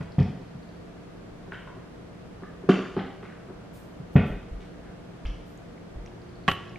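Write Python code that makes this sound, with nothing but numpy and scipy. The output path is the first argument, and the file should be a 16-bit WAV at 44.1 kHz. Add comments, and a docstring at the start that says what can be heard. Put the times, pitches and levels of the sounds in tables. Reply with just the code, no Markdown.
"""Cupboards and a jar in a kitchen

Heard from a stone counter: heavy and light wooden doors knock as damped panel modes with cracks of coloured noise.
Shelf contacts, crockery, loose hardware and a singing hinge are short noise bursts or decaying modes.
Footfalls boom in the floor; a spice jar set down close by clicks, rings and thuds as its grains patter.
A fridge hums in wavering partials over fan noise. Decaying noise supplies the echoes of the room.
"""
import sys
import numpy as np
from scipy import signal
from scipy.fft import rfft, irfft
from scipy.io import wavfile

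SR = 44100
rng = np.random.default_rng(int(sys.argv[2]) if len(sys.argv) > 2 else 0)


def digitize_waveform(pressure):
    """Quantize a signal to 16-bit integers and store it at the path in sys.argv[1].

    Rows of a 2-D input are taken as channels; values are limited to [-1, 1].
    """
    field = np.atleast_2d(pressure).T
    bounded = np.clip(field, -1, 1)
    quanta = np.round(bounded * 32767).astype(np.int16)
    wavfile.write(sys.argv[1], SR, quanta)


N = 299306
TIME = np.arange(N) / SR
RING = TIME[:SR]  # time axis of one event, 1 s long
LEFT_RIGHT = np.array([[1], [-1]])

# Fan noise spectrum before scaling to rms 1: f/Hz, relative level/dB
AIR_SPECTRUM = [(12, -56), (20, -9), (49, -3), (89, -6), (111, -2), (174, -6), (194, -2.5), (294, -10),
                (377, -9), (470, -11.5), (693, -13.5), (818, -18.5), (1550, -23), (7100, -43), (12000, -51),
                (15000, -70)]
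# Fan noise, difference of the ports against their sum: f/Hz, side minus mid/dB
AIR_SIDE = [(60, -35), (110, -12.5), (200, -5), (380, 2), (700, -3), (1290, -0.5), (2380, -1.5),
            (4400, 1.5), (8120, 1), (15000, 5.5)]
AIR_DB = -46.5
# Steady fridge partials: f/Hz, level/dB
HUM_PARTIALS = [(118.4, -64), (172.3, -53), (296.1, -59), (473.7, -61.5), (678.3, -67), (1184, -74)]
# Partials that swell once a body stands near: f/Hz, level/dB
NEAR_HUM_PARTIALS = [(118.4, -53.5), (355.3, -53.5)]

# Reverberation time of the kitchen: f/Hz, t60/s
ROOM_T60 = [(60, 0.37), (200, 0.42), (500, 0.65), (1500, 0.64), (3000, 0.65), (6000, 0.98), (14000, 0.39)]
# Echo, difference of the ports against their sum: f/Hz, side minus mid/dB
ROOM_SIDE = [(60, -39), (150, -35), (300, -13), (1000, -17.5), (3000, -13.5), (6000, -5.5), (12000, 7)]

# Faint high rubbing: t/s, level/dB, time to fall about 20 dB/s
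SWISHES = [(3.728, -55, 0.18), (4.126, -57, 0.061), (4.254, -60, 0.12), (5.457, -66, 0.23)]
# Runs of faint high ticks: start t/s, end t/s, mean level/dB
FAINT_TICKING = [(0.055, 0.758, -54.5), (6.219, 6.46, -53)]
# Small close ticks and the jar let go: t/s, level/dB, centre f/Hz
TICKS = [(5.575, -47, 6860), (5.778, -41.5, 2140), (5.962, -34, 654), (6.060, -40.5, 2310),
         (6.061, -42, 5800), (6.075, -43, 2750), (6.118, -40, 676), (6.694, -45, 5300), (6.7585, -29, 2230)]

# Footfalls on the wooden floor: t/s, level/dB
STEPS = [(4.301, -30), (4.512, -30), (5.249, -25), (5.957, -33)]
# Floor board modes: f/Hz, relative level/dB, t60/s
FLOOR_MODES = [(32.6, 4, 0.21), (44, 7.5, 0.31), (60, -13, 0.11), (102, 0, 0.1), (135, -32, 0.13)]

# Things dragged along the shelf: t/s, level/dB, length/s, centre f/Hz, width/Hz
SLIDES = [(3.24, -56, 0.13, 1490, 990), (4.576, -60, 0.1, 2170, 2000), (4.72, -60, 0.19, 1680, 600)]
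# Crockery touching: t/s, level/dB, f/Hz
CLINKS = [(1.673, -36, 1040), (1.674, -51, 1310), (2.434, -38, 1210), (2.435, -40, 1730)]
# Things shifted on the shelf: t/s, level/dB, centre f/Hz, width/Hz
SHELF_CONTACTS = [(0.006, -34, 595, 1400), (1.52, -33.5, 1320, 800), (1.524, -49, 3130, 900),
                  (1.534, -38, 2000, 900), (1.542, -44.5, 3030, 700), (1.546, -43, 1660, 500),
                  (1.588, -47, 2680, 900), (1.674, -41, 1500, 1000), (3.228, -36, 1400, 800),
                  (3.248, -39, 1700, 1010), (3.322, -42, 1370, 700), (5.252, -36.5, 1300, 1540),
                  (5.258, -39.5, 2750, 1010), (5.266, -47.5, 5100, 900)]
# Each then tips onto an edge: later, softer, duller (the pitch is a ratio)
SETTLE_S, SETTLE_DB, SETTLE_PITCH, SETTLE_WIDTH_HZ = 0.0099, -10.5, 0.52, 2700

# Loose hinges, knobs and catches clattering: t/s, level/dB, centre f/Hz, width/Hz
FITTINGS = [(0.197, -41, 4000, 1200), (0.211, -36, 1800, 900), (0.225, -47, 3800, 1600),
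            (2.692, -16.5, 1330, 350), (2.695, -31.5, 3400, 900), (2.705, -26, 3000, 400),
            (2.712, -25, 2950, 280), (2.713, -27, 1400, 450), (2.7195, -23, 1990, 480),
            (2.738, -33.5, 2600, 700), (2.757, -31, 2300, 800), (2.791, -34, 2950, 350),
            (2.858, -35, 1200, 600), (2.968, -43, 1800, 700), (2.979, -46, 3000, 700),
            (2.991, -31, 1700, 800), (2.995, -41, 3300, 600), (3.047, -38, 1700, 823),
            (3.075, -49, 2200, 1200), (4.175, -31, 2100, 500), (4.184, -36, 2200, 650)]
HINGE_AT_S, HINGE_DB = 2.966, -37.5
# Hinge spring modes: f/Hz, relative level/dB, t60/s
HINGE_MODES = [(782, 6, 0.17), (847, 7, 0.12), (810, -7, 0.45)]
# Cabinet body modes: f/Hz, level/dB, t60/s
CABINET_MODES = [(105.6, -32, 0.13), (140, -31, 0.11), (276, -28.5, 0.15)]

# Jar landing and rocking twice, each rim first, then flat: t/s, force/dB, rim-to-flat time/s
JAR_LANDINGS = [(6.4796, -0.2, .0054), (6.4965, -12, .006), (6.5138, -8.5, 0.00183)]
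# Jar wall modes: f/Hz, relative level/dB, t60/s
JAR_MODES = [(551, -10.5, 0.092), (700, -12, 0.12), (792, -1, 0.05), (1108, 8, 0.046), (1224, -6, 0.08),
             (1350, -4, 0.08), (1765, -12, 0.051), (1915, -1, 0.089), (1990, -15, 0.077),
             (2560, -5.5, 0.07), (2715, -3.5, 0.094), (2888, -2, 0.17), (3016, -5.5, 0.16),
             (3137, -10.5, 0.072)]
# Counter modes: f/Hz, relative level/dB, t60/s
COUNTER_MODES = [(95.4, 12.5, 0.18), (124, 6, 0.062), (158, 3, 0.079), (291, 2.5, 0.086), (384, -6, 0.13),
                 (720, -8, 0.068), (744, 3.5, 0.034)]
# Click of jar on stone: f/Hz, relative level/dB
JAR_CLICK = [(60, -5), (200, 3.5), (800, -5), (1800, 4.5), (2300, 0.5), (3200, -3), (4300, -10),
             (8000, -18), (10500, -45), (14000, -21)]
RIM_CUT_HZ, FLAT_CUT_HZ = 4200, 3600  # top of the click for either contact
JAR_CLICK_DB, JAR_RING_DB, THUD_DB = -16, -21, -27.5  # at full force
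BODY_GROWTH = 2.5  # dB of ring and thud per dB of force: a light touch mostly clicks
JAR_ECHO_S, JAR_ECHO_BUILD_S = 0.022, 0.015  # the jar is close: the walls answer late and swell slowly
JAR_WALLS_DB, JAR_NEARBY_DB = -16, -16.5  # echo from the walls and from things on the counter
SPICE_DB, SPICE_HZ, SPICE_WIDTH_HZ, SPICE_T60_S = -46.5, 11500, 12000, 0.12

# Light door nudged, knocking, juddering, falling back: t/s, force/dB, crack level/dB, crack cut-off f/Hz
LIGHT_KNOCKS = [(1.477, -35, -51, 1970), (1.523, -33.5, -43.5, 3620), (1.766, -34, -50, 2000),
                (2.422, -29.5, -46, 2000), (2.635, -27.5, -46.5, 2000), (2.689, -0.5, -22.5, 8340),
                (2.752, -21, -35, 3500), (2.771, -24.5, -41.5, 2370), (2.789, -20, -33.5, 2400),
                (2.965, -13, -28.5, 4030), (2.99, -22.5, -38, 4000), (3.228, -32, -49, 2000),
                (3.485, -34.5, -47.5, 1500), (3.499, -28, -51, 1520)]
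# Light panel modes: f/Hz, relative level/dB, t60/s
LIGHT_MODES = [(169, -12.5, 0.12), (185.9, -4.5, 0.13), (258, -3, 0.07), (282, -11.5, 0.13),
               (375, 3, 0.048), (387, -13.5, 0.14), (708, -14, 0.064), (880, -43, 0.3), (1150, -9.5, 0.023),
               (1400, -20, 0.039), (1610, -38, 0.18)]
# Light door's crack of wood on the frame: f/Hz, relative level/dB
LIGHT_CRACK = [(100, -31), (260, 1), (420, 8.5), (580, 2), (1100, 1), (1600, 1), (2000, -8.5), (2400, -5.5),
               (3200, -11.5), (4500, -15), (6500, -25.5), (8000, -33), (14000, -43)]
# Heavy door on its bumpers: t/s, force/dB, crack level/dB, crack cut-off f/Hz, rebound minus blow/dB
HEAVY_KNOCKS = [(0.005, -28.5, -37, 2000, -25), (0.182, -13.5, -27, 5160, 0), (0.55, -35.5, -59, 2000, -15),
                (3.999, -34, -57, 2000, -24), (4.155, -6.5, -15, 3820, -18.5)]
# Heavy panel modes: f/Hz, relative level/dB, t60/s
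HEAVY_MODES = [(63.6, -16, 0.36), (95.7, -3, 0.23), (126, 8, 0.064), (152.5, 8, 0.071), (184.2, -4, 0.1),
               (251.4, -5.5, 0.13), (401, -12, 0.1), (481.4, -20, 0.15), (750, -3.5, 0.02),
               (842, -24, 0.094), (1206, -16.5, 0.029), (1960, -38, 0.087)]
# Heavy door's crack of wood on the frame: f/Hz, relative level/dB
HEAVY_CRACK = [(100, -6), (300, 11.5), (450, 8), (750, 9), (1100, -5.5), (1600, 0.5), (2400, -1.5),
               (3200, -7), (3900, -17.5), (4800, -18.5), (8000, -18.5), (14000, -30)]
HEAVY_REBOUND_S = 0.0218  # the panel springs back and lands again
HEAVY_CRACK_LAG_S = 0.0055  # the frame is hit once the bumpers are squeezed flat
# How well the cabinets radiate treble: f/Hz, level/dB
WOOD_TREBLE = [(2800, 0.5), (3600, 0), (4000, -2.5), (5100, 0.5), (6500, 1), (9000, 6), (12000, 1)]
TOP_HZ = 14800


def undb(db):
    """Level: an amplitude gain is ten to the power of dB/20."""
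    return 10 ** (np.asarray(db) / 20)


def at(points, hz):
    """Interpolation: (f, value) points are read on a log-frequency axis."""
    f, value = np.transpose(points)
    return np.interp(np.log(hz + 0.0011), np.log(f), value)


def shape(x, gain):
    """Linear filtering: the spectrum is multiplied by a gain that depends on frequency."""
    size = x.shape[-1]
    frequencies = np.arange(size // 2 + 1) * SR / size
    return irfft(rfft(x) * gain(frequencies), size)


def noise(gain, size=SR):
    """Coloured noise: white noise is filtered, then scaled to rms 1."""
    x = shape(rng.standard_normal(size), gain)
    return x / x.std()


def resonance(hz, width_hz):
    """Resonance: the gain peaks at its centre and falls on broad, steep skirts."""
    return lambda f: 1 / (1 + ((f * f - hz * hz) / (f * width_hz * 2 + 1)) ** 2) ** 2


def fade(t60, rise_s):
    """Damping: a blow builds up quickly and decays exponentially."""
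    build_up = 1 - np.exp(-RING / rise_s)
    return build_up * np.exp(-np.log(1000) * RING / t60)


def ring(modes, rise_s):
    """Modal superposition: one push sets damped sinusoids swinging."""
    return sum(undb(db) * fade(t60, rise_s) * np.sin(2 * np.pi * hz * RING) for hz, db, t60 in modes)


def rattle(spread_db, grain_hz=500):
    """Intermittent contact: random level changes make a chattering gain of rms 1."""
    gain = undb(spread_db * noise(lambda f: np.exp(-f / grain_hz)))
    return gain / np.sqrt(np.mean(gain ** 2))


def unsteady(modes, rise_s, waver_db, waver_hz):
    """Modulated modes: each mode of a rocking or moving thing swells and dips on its own."""
    return sum(ring([mode], rise_s) * rattle(waver_db, waver_hz) for mode in modes)


def burst(colour, envelope):
    """Energy scaling: a puff of coloured noise carries the energy of its envelope."""
    x = noise(colour) * envelope
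    return x * np.sqrt(np.sum(envelope ** 2) / np.sum(x ** 2))


def radiate(x, lowest_hz):
    """Radiation efficiency: a panel radiates poorly below its lowest modes."""
    return signal.sosfilt(signal.butter(2, lowest_hz, "high", fs=SR, output="sos"), x)


def add(track, s, sound):
    """Superposition: a sound is summed into a track from time s."""
    start = max(int(s * SR), 0)
    track[start:start + len(sound)] += sound[:N - start]


def strike(blows, sound):
    """Linearity: the same ringing body answers every (t, level) in proportion."""
    out = np.zeros(N)
    for s, db in blows:
        add(out, s, undb(db) * sound)
    return out


def widen(mid, side, side_db):
    """Spatial coherence: two close microphone ports agree in the bass and differ in the treble."""
    return mid + LEFT_RIGHT * shape(side, lambda f: undb(at(side_db, f)))


def kitchen(gap_s=0.004, build_s=0.00043):
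    """Diffuse reverberation: hard walls return noise whose octaves die at their own rates."""
    hiss = widen(*rng.standard_normal((2, SR)), ROOM_SIDE)
    tail = 0
    for hz in 2. ** np.arange(5, 15):
        octave = shape(hiss, lambda f: np.clip(1 - abs(np.log2((f + 1) / hz)), 0, 1))
        tail = tail + octave * fade(at(ROOM_T60, hz), build_s)
    # the decay at 1 kHz sets the energy to about one
    tail = tail / np.sqrt(np.sum(fade(at(ROOM_T60, 1000), build_s) ** 2))
    return np.pad(tail, ((0, 0), (int(gap_s * SR), 0)))


def echo(x, room, wet_db):
    """Convolution: the room answers every instant of a sound with its impulse response."""
    return undb(wet_db) * signal.fftconvolve(x[None], room, axes=1)[:, :N]


def place(x, room, wet_db):
    """Direct and reverberant fields: the two add at the listener."""
    return x + echo(x, room, wet_db)


def clacks(events, room, t60, rise_s, wet_db, spread_db=0):
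    """Hard contact: each excites the broad resonance of its object; loose ones chatter."""
    out = np.zeros(N)
    for s, db, hz, width_hz in events:
        chatter = fade(t60, rise_s) * rattle(spread_db)
        add(out, s, undb(db) * burst(resonance(hz, width_hz), chatter))
    return place(out, room, wet_db)


def cracks(contacts, colour, t60, rise_s, spread_db):
    """Contact stiffness: wood chatters on the frame, with the treble cut at each contact's own frequency."""
    out = np.zeros(N)
    for s, db, cut_hz in contacts:
        chatter = fade(t60, rise_s) * rattle(spread_db)
        spectrum = lambda f: undb(at(colour, f)) / np.hypot(1, (f / cut_hz) ** 5)
        add(out, s, undb(db) * burst(spectrum, chatter))
    return out


def hum(partials, waver_db):
    """Tonal vibration: motor partials waver slowly and independently about their levels."""
    out = np.zeros(N)
    for hz, db in partials:
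        level = undb(db + waver_db * noise(lambda f: np.exp(-f / 3), size=N))
        out += np.sqrt(2) * level * np.sin(2 * np.pi * (hz * TIME + rng.random()))
    return out


def background():
    """Broadband and tonal sources: fridge fan noise lies under the compressor's partials."""
    mid, side = (noise(lambda f: undb(at(AIR_SPECTRUM, f)), size=N) for _ in range(2))
    fan = undb(AIR_DB) * widen(mid, side, AIR_SIDE)
    nearness = np.interp(TIME, [5.9, 6.15], [0, 1])
    near_hum = nearness * hum(NEAR_HUM_PARTIALS, waver_db=1.5)
    return fan + hum(HUM_PARTIALS, waver_db=1.5) + near_hum


def swishes():
    """Friction noise: brief rubbing gives a broad, high hiss."""
    out = np.zeros(N)
    for s, db, length_s in SWISHES:
        hiss = noise(resonance(hz=11600, width_hz=60000))
        add(out, s, undb(db) * hiss * fade(3 * length_s, rise_s=0.017))
    return out


def ticking(room, per_second, scatter_db):
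    """Repeated impulses: tiny ticks scatter in level and stray slightly from even spacing."""
    events = []
    for start, end, db in FAINT_TICKING:
        times = np.arange(start, end, 1 / per_second)
        late, loud = rng.standard_normal((len(times), 2)).T
        for s, more in zip(times + 0.0039 * late, loud):
            events.append((s, db + scatter_db * more, 4400, 700))
    return clacks(events, room, t60=0.022, rise_s=0.0009, wet_db=-2)


def ticks(room):
    """Near field: small contacts close by sound dry, the direct sound outweighing the echo."""
    events = [(s, db, hz, 0.23 * hz) for s, db, hz in TICKS]  # width is a share of the centre
    return clacks(events, room, t60=0.012, rise_s=0.00099, wet_db=-10)


def footsteps(room):
    """Soft impact: slow-rising blows of the heels set the floor boards booming."""
    return place(strike(STEPS, ring(FLOOR_MODES, rise_s=0.016)), room, wet_db=2.5)


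def slides(room):
    """Uneven friction: something is dragged along the shelf in fits and starts."""
    out = np.zeros(N)
    for s, db, length_s, hz, width_hz in SLIDES:
        push = np.sin(np.pi * np.minimum(RING / length_s, 1))
        jerks = push * rattle(spread_db=6.5, grain_hz=90)
        add(out, s, undb(db) * burst(resonance(hz, width_hz), jerks))
    return place(out, room, wet_db=1.5)


def clinks(room):
    """Free vibration: touching crockery rings briefly, one damped mode per table row."""
    out = np.zeros(N)
    for s, db, hz in CLINKS:
        add(out, s, ring([(hz, db, 0.032)], rise_s=0.0004))
    return place(out, room, wet_db=2.5)


def shelf(room):
    """Impact then settling: each thing clacks, then gives a lower, grainy scrape."""
    settling = [(s + SETTLE_S, db + SETTLE_DB, hz * SETTLE_PITCH, SETTLE_WIDTH_HZ)
                for s, db, hz, _ in SHELF_CONTACTS]
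    clack = clacks(SHELF_CONTACTS, room, t60=0.026, rise_s=0.0007, wet_db=2.0, spread_db=5)
    scrape = clacks(settling, room, t60=0.072, rise_s=0.014, wet_db=-3.5, spread_db=9.5)
    return clack + scrape


def fittings(room):
    """Secondary impacts: loose door hardware clatters around the knocks."""
    return clacks(FITTINGS, room, t60=0.027, rise_s=0.0013, wet_db=-4.0, spread_db=6.5)


def hinge(room):
    """Unequal damping: as the door falls back the cabinet thumps and the hinge spring sings on."""
    out = np.zeros(N)
    spring = unsteady(HINGE_MODES, rise_s=0.00062, waver_db=5.0, waver_hz=30)
    add(out, HINGE_AT_S, undb(HINGE_DB) * spring)
    add(out, HINGE_AT_S, ring(CABINET_MODES, rise_s=0.0067))
    return place(out, room, wet_db=3.5)


def spice():
    """Granular impacts: dry grains patter in the jar at each landing, unlike at the two ports."""
    out = np.zeros((2, N))
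    for s, _, _ in JAR_LANDINGS:
        for port in out:
            patter = fade(SPICE_T60_S, rise_s=0.006) * rattle(spread_db=3.5)
            add(port, s, undb(SPICE_DB) * burst(resonance(SPICE_HZ, SPICE_WIDTH_HZ), patter))
    return out


def jar(nearby, walls):
    """Coupled impact: each contact clicks on the stone, rings the jar and thuds through the counter."""
    out, side = np.zeros((2, N))
    thud = radiate(ring(COUNTER_MODES, rise_s=0.0009), lowest_hz=95)
    for s, db, tilt_s in JAR_LANDINGS:
        for contact_s, cut_hz in (s, RIM_CUT_HZ), (s + tilt_s, FLAT_CUT_HZ):
            colour = lambda f: undb(at(JAR_CLICK, f)) / np.hypot(1, (f / cut_hz) ** 2)
            snap = fade(t60=0.026, rise_s=0.0001)
            click, glance = (undb(JAR_CLICK_DB + db) * burst(colour, snap) for _ in range(2))
            jar_ring = unsteady(JAR_MODES, rise_s=0.0012, waver_db=4, waver_hz=110)
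            body = undb(JAR_RING_DB) * jar_ring + undb(THUD_DB) * thud
            add(out, contact_s, click + undb(BODY_GROWTH * db) * body)
            # reflections off nearby things reach the ports unequally
            add(side, contact_s, undb(5.0) * glance)
    heard = out + echo(out, nearby, JAR_NEARBY_DB) + echo(out, walls, JAR_WALLS_DB)
    return widen(heard, side, ROOM_SIDE) * undb(LEFT_RIGHT * -0.3)  # slightly right of centre


def light_door(room):
    """Plate vibration: the thin panel knocks and judders; its edge cracks on the frame at each contact."""
    blows = [(s, db) for s, db, _, _ in LIGHT_KNOCKS]
    boom = strike(blows, radiate(ring(LIGHT_MODES, rise_s=0.0062), lowest_hz=138))
    contacts = [(s, db, cut_hz) for s, _, db, cut_hz in LIGHT_KNOCKS]
    crack = cracks(contacts, LIGHT_CRACK, t60=0.047, rise_s=0.0025, spread_db=3.0)
    return place(boom, room, wet_db=-7.5) + place(crack, room, wet_db=7)


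def heavy_door(room):
    """Cushioned impact: the panel booms on its bumpers and rebounds; the frame cracks just after the boom begins."""
    blows = [(s, db) for s, db, _, _, _ in HEAVY_KNOCKS]
    rebounds = [(s + HEAVY_REBOUND_S, db + rebound_db) for s, db, _, _, rebound_db in HEAVY_KNOCKS]
    panel = radiate(ring(HEAVY_MODES, rise_s=0.0056), lowest_hz=72.4)
    boom = strike(blows + rebounds, panel)
    contacts = [(s + HEAVY_CRACK_LAG_S, db, cut_hz) for s, _, db, cut_hz, _ in HEAVY_KNOCKS]
    crack = cracks(contacts, HEAVY_CRACK, t60=0.031, rise_s=0.0011, spread_db=5.5)
    return place(boom, room, wet_db=-3) + place(crack, room, wet_db=4.5)


def scene():
    """Superposition of sources: all share one kitchen, whose echo pattern depends on the spot."""
    heavy_spot, light_spot, shelf_spot, counter_spot = (kitchen() for _ in range(4))
    doors = heavy_door(heavy_spot) + light_door(light_spot) + hinge(light_spot) + fittings(kitchen())
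    things = shelf(shelf_spot) + clinks(shelf_spot) + slides(shelf_spot)
    cupboards = shape(doors + things, lambda f: undb(at(WOOD_TREBLE, f)))
    steps = footsteps(counter_spot)
    jar_walls = kitchen(JAR_ECHO_S, JAR_ECHO_BUILD_S)
    person = steps + jar(counter_spot, jar_walls) + spice() + ticks(counter_spot) + swishes()
    return cupboards + person + background() + ticking(shelf_spot, per_second=14, scatter_db=5.0)


def record(dry):
    """Band limiting: a steep elliptic low-pass removes the extreme treble."""
    return signal.sosfilt(signal.ellip(8, 0.2, 80, TOP_HZ, fs=SR, output="sos"), dry)


dry = scene()
out = record(dry)
digitize_waveform(out)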